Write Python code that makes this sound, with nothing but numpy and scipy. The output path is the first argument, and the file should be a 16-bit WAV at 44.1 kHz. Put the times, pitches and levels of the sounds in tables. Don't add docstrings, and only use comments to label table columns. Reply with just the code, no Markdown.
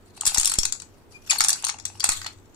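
import sys
import numpy as np
from scipy import signal
from scipy.fft import rfft, irfft
from scipy.io import wavfile
from scipy.ndimage import uniform_filter1d, minimum_filter1d

SR = 44100
rng = np.random.default_rng(int(sys.argv[2]) if len(sys.argv) > 2 else 0)


def unload_audio(sound):
    columns = np.transpose(np.atleast_2d(sound))
    steps = np.round(np.clip(columns, -1, 1) * 32767)
    wavfile.write(sys.argv[1], SR, steps.astype(np.int16))


def how_loud(loudness_db):
    steps = np.asarray(loudness_db, float) / 20
    return 10 ** steps


N = 112454

# (frequency [Hz], level [dB per Hz])
KNOCK_COLOUR = [(350, -48), (600, -34), (790, -15), (3150, -10), (4280, -9), (4900, -11.5), (8050, -3),
                (13600, -12.5), (16000, -22)]
PATCH_DB = 3.5


def at_hz(points, hz):
    table = np.array(points)
    return np.interp(np.log(hz), np.log(table[:, 0]), table[:, 1])


def over_time(points):
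    return np.interp(np.arange(N) / SR, *np.transpose(points))


def rms_one(x):
    return x / np.sqrt(np.mean(x ** 2) + 1e-20)


def left_right(db):
    return how_loud(db * np.array([[0.5], [-0.5]]))


def ring(clicks, hz, t60):
    r = how_loud(-60 / (t60 * SR))
    w = 2 * np.pi * hz / SR
    return signal.lfilter([0, np.sin(w)], [1, -2 * r * np.cos(w), r * r], clicks + 1e-18)


def heard(clicks, hz, t60):
    # (frequency [Hz], level difference [dB])
    sides = [(700, 11.5), (1300, -11), (2400, 1), (4400, 5), (6500, 12), (9000, -2), (14000, -8)]
    return ring(clicks, hz, t60) * left_right(at_hz(sides, hz))


def air():
    # (frequency [Hz], level [dB per Hz])
    air_colour = [(16, 1), (60, -14), (360, -11), (540, -18.5), (1000, -22), (7000, -43), (10500, -46.5),
                  (15500, -38), (17000, -57)]
    # (frequency [Hz], likeness [0-1])
    likeness = [(40, 0.34), (500, 0.65), (2000, 0), (8000, 0)]
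    # (time [s], level [dB])
    hum_level = [(0, -54), (0.699, -62.5), (.82, -53.5), (1.0, -59.5), (1.5, -57), (1.75, -55.5),
                 (2.299, -48.5), (2.55, -58)]
    air_db, hum_hz, hum_width_hz = -53.5, 92.8, 30

    hz = np.maximum(np.arange(N // 2 + 1) * SR / N, 1)
    mid, side = rfft(rng.standard_normal((2, N))) * how_loud(at_hz(air_colour, hz)) * (hz > 15)
    alike = np.clip(at_hz(likeness, hz), 0, 1)
    noise = irfft(np.sqrt(1 + alike) * mid + np.sqrt(1 - alike) * side * [[1], [-1]], N)
    hum = ring(rng.standard_normal(N), hum_hz, 9.3 / hum_width_hz)
    return how_loud(air_db) * rms_one(noise) + how_loud(over_time(hum_level)) * rms_one(hum)


def room(x):
    t60_s, level_db, start_s = 0.19, -9.5, 0.0045
    t = np.arange(SR // 2) / SR
    tail = rng.standard_normal((2, len(t))) * how_loud(-60 * t / t60_s) * (t > start_s)
    tail = signal.sosfilt(signal.butter(1, 9000, fs=SR, output="sos"), tail)
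    tail = tail / np.sqrt(np.sum(tail ** 2) / 2)
    return how_loud(level_db) * signal.fftconvolve(x, tail, axes=1)[:, :N]


def jolts():
    # (time [s], level [dB], left minus right [dB])
    jolt_table = [
        (0.274, -31, 13),
        (0.382, -20.5, 7),
        (0.586, -16, -6.5),
        (1.407, -42, 26.5),
        (2.090, -30, 23),
    ]
    jolt_s, swing_s, swing = 0.004, 0.034, 0.36

    t = np.arange(SR // 5) / SR
    push = np.exp(-t / jolt_s) * np.minimum(t / 0.00035, 1)
    back = swing * (t / swing_s * np.exp(1 - t / swing_s)) ** 2
    out = np.zeros((2, N + SR))
    for s, db, pan_db in jolt_table:
        out[:, int(s * SR):][:, :len(t)] += (back - push) * how_loud(db) * left_right(pan_db)
    return signal.sosfilt(signal.butter(1, 8, "high", fs=SR, output="sos"), out[:, :N])


def axle():
    # (time [s], length [s], start frequency [Hz], end frequency [Hz], level [dB])
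    squeaks = [
        (1.126, .066, 2415, 2442, -41),
        (1.192, .036, 2445, 2435, -55),
        (1.293, .026, 2680, 1950, -19),
        (1.362, .022, 4720, 4550, -38),
        (1.379, .018, 4250, 4400, -17),
    ]
    overtones_db = [-2.5, -1, 5.5, -0.5]
    growth, pan_db = 0.36, 10.5

    t = np.arange(N) / SR
    out = np.zeros((2, N))
    rough = rms_one(uniform_filter1d(rng.standard_normal((4, N)), size=30))
    waver = rms_one(uniform_filter1d(rng.standard_normal(N), size=90))
    for s, length, from_hz, to_hz, db in squeaks:
        u = np.clip((t - s) / length, 0, 1)
        hz = from_hz + (to_hz - from_hz) * u ** 1.2 + from_hz * how_loud(db - 20) * waver
        phase = 2 * np.pi * np.cumsum(hz) / SR
        swell = np.sin(np.pi * u ** ((to_hz / from_hz) ** 1.1)) ** 3.3
        for k, tone_db in enumerate(overtones_db):
            tone_hz = from_hz * (k + 1)
            if tone_hz >= 13500:
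                continue
            level_db = tone_db + db + k ** 0.55 * growth * (db + 14.0) * 2
            level_db -= 13 * (tone_hz > 11000)
            tone = swell * (1 + how_loud(db + 7.0) * rough[k]) * np.sin((k + 1) * phase)
            out += how_loud(level_db) * left_right(pan_db) * tone
    return out


def taps():
    # (time [s], peak level [dB], frequency [Hz])
    tap_table = [(0.176, -34, 770), (0.22, -27, 1250), (0.234, -23, 845), (0.319, -25.5, 783),
                 (0.361, -19.5, 828), (1.331, -17.5, 816), (1.357, -22.5, 845), (1.519, -25, 750),
                 (1.556, -31.5, 1520), (1.637, -24, 846), (1.743, -27, 817), (1.9, -32, 760),
                 (1.953, -36, 830), (2.04, -21.5, 1400), (2.262, -22.5, 850), (2.041, -13.5, 772)]
    t60_s, rise_s = 0.015, 0.00041

    t = np.arange(SR // 10) / SR
    out = np.zeros(N + SR)
    for s, db, hz in tap_table:
        pair = np.sin(2 * np.pi * hz * t) + 0.48 * np.sin(2 * np.pi * 3.4 * hz * t)
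        out[int(s * SR):][:len(t)] += how_loud(db - 60 * t / t60_s) * pair * np.minimum(t / rise_s, 1)
    return out[:N]


def shell_modes():
    # (frequency [Hz], level [dB], t60 [s])
    walls = [(4120, -33, .02), (4300, -31, 0.049), (4700, -34, 0.06), (5490, -29.5, 0.032),
             (5870, -34, 0.017), (7140, -26.5, 0.019), (7820, -27.5, 0.011)]
    crack_db, crack_t60_s = -21.5, 0.015
    body_db, body_t60_s, body_tilt_db = -17.5, 0.019, 3.5

    crack = [(hz, crack_db + at_hz(KNOCK_COLOUR, hz), crack_t60_s)
             for hz in np.geomspace(2700, 15000, num=48)]
    body = [(hz, body_db + body_tilt_db * np.log2(hz / 740), body_t60_s)
            for hz in np.geomspace(780, 2500, num=10)]
    return crack + body + walls


def rolling(modes):
    # (time [s], level [dB])
    motion = [(0, -75.5), (.10, -63.5), (0.131, -80), (0.163, -53), (0.205, -60.5), (0.268, -36.5),
              (0.601, -46), (.85, -70.5), (1.09, -74.5), (1.124, -54.5), (1.2, -69.5), (1.289, -47.5),
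              (1.45, -41.5), (1.621, -51), (1.69, -70.5), (2.084, -51.5), (2.097, -33.5), (2.4, -72.5)]
    grains_per_s, grain_db = 550, -27

    surge_db = 3.52 * rms_one(uniform_filter1d(rng.standard_normal(N), size=400))
    scatter_db = 4.92 * np.minimum(rng.exponential(size=N), 5)
    sizes = how_loud(grain_db + over_time(motion) + surge_db + scatter_db)
    chance = rng.random((2, N))
    roll = np.cumsum(rng.standard_normal(N)) / 60
    out = np.zeros((2, N))
    for k, (hz, _, t60) in enumerate(modes):
        born = np.roll(chance, 977 * k, axis=1) < grains_per_s / SR
        place_db = PATCH_DB * np.cos(roll + 2 * np.pi * np.log2(hz))
        clicks = born * sizes * how_loud(at_hz(KNOCK_COLOUR, hz) + 14.5 + place_db)
        out += heard(clicks, hz, t60)
    return out


def knocks(modes):
    # (time [s], peak level [dB], hollow body re peak [dB], brightest frequency [Hz])
    knock_table = [(0.2096, -12.5, -27.5, 7470), (0.2535, -8.5, -21, 6530), (0.2641, -4.5, -26.5, 9900),
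                   (0.266, -20, -25.5, 8500), (0.2686, -6.5, -16.5, 8950), (0.273, -5, -28, 7860),
                   (0.2762, -2.5, -43.5, 8360), (0.3449, -6, -23, 7770), (0.3503, -20.5, -24, 6000),
                   (0.355, -17, -22, 7530), (0.3729, -9.5, -11, 6700), (0.381, -3, -41, 6860),
                   (0.385, -11.5, -42, 6940), (0.3971, -4.5, -28.5, 8700), (0.4113, -10, -22, 8830),
                   (0.4314, -9.5, -15.5, 7020), (0.446, -7.5, -27, 7800), (0.4556, -2.5, -35, 8580),
                   (0.4664, -13.5, -27.5, 7900), (0.4734, -4.5, -22, 9000), (0.4965, -8.5, -25.5, 8400),
                   (0.5126, -23.5, -34, 4500), (0.5173, -8.5, -15.5, 8570), (0.538, -9.5, -22, 8300),
                   (0.5551, -21, -6.5, 7870), (0.5861, -1.5, -42.5, 7200), (0.6316, -10, -17.5, 6150),
                   (0.6524, -5.5, -15.5, 7380), (0.7232, -10, -20.5, 7000), (0.751, -31, -9, 7000),
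                   (0.7996, -25.5, -20, 6700), (0.8197, -25, -14, 7060),
                   (1.3069, -1.5, -28, 6560), (1.3122, -4, -12.5, 3950), (1.3206, -15, -5, 6500),
                   (1.3587, -23, -3, 4600), (1.398, -13.5, -43.5, 4550), (1.4053, -0.5, -10.5, 6700),
                   (1.4143, -7.5, -43, 5170), (1.4378, -6.5, -38, 7500), (1.446, -4.5, -11.5, 7000),
                   (1.459, -17, -28, 7120), (1.4837, -1, -35, 7870), (1.4924, -5, -17.5, 9100),
                   (1.5021, -4, -45, 5800), (1.5292, -6, -29, 6450), (1.558, -24.5, -7, 6800),
                   (1.6238, -25.5, -10.5, 9290), (1.6418, -11, -19, 4100), (1.6476, -7, -31, 8800),
                   (1.6674, -10.5, -17, 5360), (1.6842, -13, -28, 8800), (1.6913, -12.5, -5, 4100),
                   (1.697, -14.5, -20.5, 7020), (1.7855, -30, -8, 6730), (1.7981, -27, -15, 5900),
                   (1.8528, -11, -22.5, 7160), (1.862, -21.5, -38.5, 4700), (1.997, -18.5, -45.5, 6470),
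                  (2.0033, -10.5, -26, 4330), (2.029, -24.5, -1, 6000), (2.0397, -4.5, -11, 7500),
                  (2.0422, -3, -41, 7760), (2.0528, -15, -30, 3920), (2.0601, -15, -15.5, 3890),
                  (2.0897, -3, -11.5, 7750), (2.0995, -16.5, -33, 7020), (2.1186, -17, -28, 7440),
                  (2.2155, -22.5, -5, 4900), (2.2444, -26, -2.5, 5500), (2.2637, -15.5, -9.5, 4200),
                  (2.279, -38, -11.5, 6000), (2.5444, -43.5, -10, 6870)]
    contact_s, contact_db = 0.0011, np.array([-3.0, -2.4, -3.5, -10.5])
    focus_db, focus_oct = 9.5, 0.52
    soft_dulling, soft_hz = 0.55, 9000
    own_share = 0.99

    s, db, body_db, bright_hz = np.transpose(knock_table)
    late = contact_s * np.cumsum(rng.random((len(s), 4)), axis=1) * (np.arange(4) > 0)
    at = ((s[:, None] + late) * SR).astype(int)
    place, spacing = rng.random((len(s), 2)).T
    out = np.zeros((2, N))
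    for hz, level_db, t60 in modes:
        if hz < 2600:
            colour_db = body_db
        else:
            colour_db = focus_db * np.exp(-(np.log2(hz / bright_hz) / focus_oct) ** 2)
        dull_db = soft_dulling * db * max(np.log2(hz / soft_hz), 0)
        place_db = PATCH_DB * np.cos(2 * np.pi * (place + (1 + spacing) * np.log2(hz)))
        strength = how_loud(db + colour_db + dull_db + level_db + place_db)
        draw = rng.standard_normal((len(s), 3, 4))
        draw = np.sign(draw) * np.abs(draw) ** 0.66
        force = (draw[:, :1] + own_share * draw[:, 1:]) * strength[:, None, None]
        clicks = np.zeros((2, N))
        for side in range(2):
            np.add.at(clicks[side], at, force[:, side] * how_loud(contact_db))
        out += heard(clicks, hz, t60)
    return out


def scene():
    # (time [s], left minus right [dB])
    shade = [(0.1, 0), (0.5, -1.5), (0.75, 3), (1.2, -1), (1.5, -4), (1.75, 2.5), (2.1, -1), (2.4, 3)]
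    lead_s = 0.0002218
    thin_hz, top_hz = 778, 15300

    modes = shell_modes()
    toy = knocks(modes) + rolling(modes) + axle()
    toy *= left_right(over_time(shade))
    toy[1] = np.interp(np.arange(N) - lead_s * SR, np.arange(N), toy[1])
    toy += taps()
    toy = signal.sosfilt(signal.butter(4, [thin_hz, top_hz], "band", fs=SR, output="sos"), toy)
    return toy + room(toy) + jolts() + air()


def starve(x):
    starve_db, starve_hz = -37.5, 9100
    whim_db = 13

    hz, t, z = signal.stft(x, SR, nperseg=512)
    power = np.abs(z) ** 2
    loud = -minimum_filter1d(-power[:, hz > 2000].sum(axis=(0, 1)), size=7)
    band = ((hz - starve_hz) // 700).astype(int)
    band[np.abs(hz - 3050) < 180] = 10
    whim = rng.standard_normal((11, len(t) // 8 + 1))
    whim = whim_db * np.repeat(whim, 8, axis=1)[:, :len(t)]
    for k in range(11):
        threshold_db = starve_db + whim[k] / 2 + 9.0 * (k == 10)
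        weak = power[:, band == k].sum(axis=(0, 1)) < loud * how_loud(2 * threshold_db)
        z[:, band == k] *= 1 - weak
    return signal.istft(z, SR, nperseg=512)[1][:, :N]


def band_limit(x):
    return signal.sosfilt(signal.butter(12, 16630, fs=SR, output="sos"), x)


def record(dry):
    rounded = 0.79 * np.tanh(dry / 0.81)
    top_cut = signal.cheby2(10, 60, 16800, fs=SR, output="sos")
    mix = starve(signal.sosfilt(top_cut, rounded))
    return band_limit(mix)


dry = scene()
out = record(dry)
unload_audio(out)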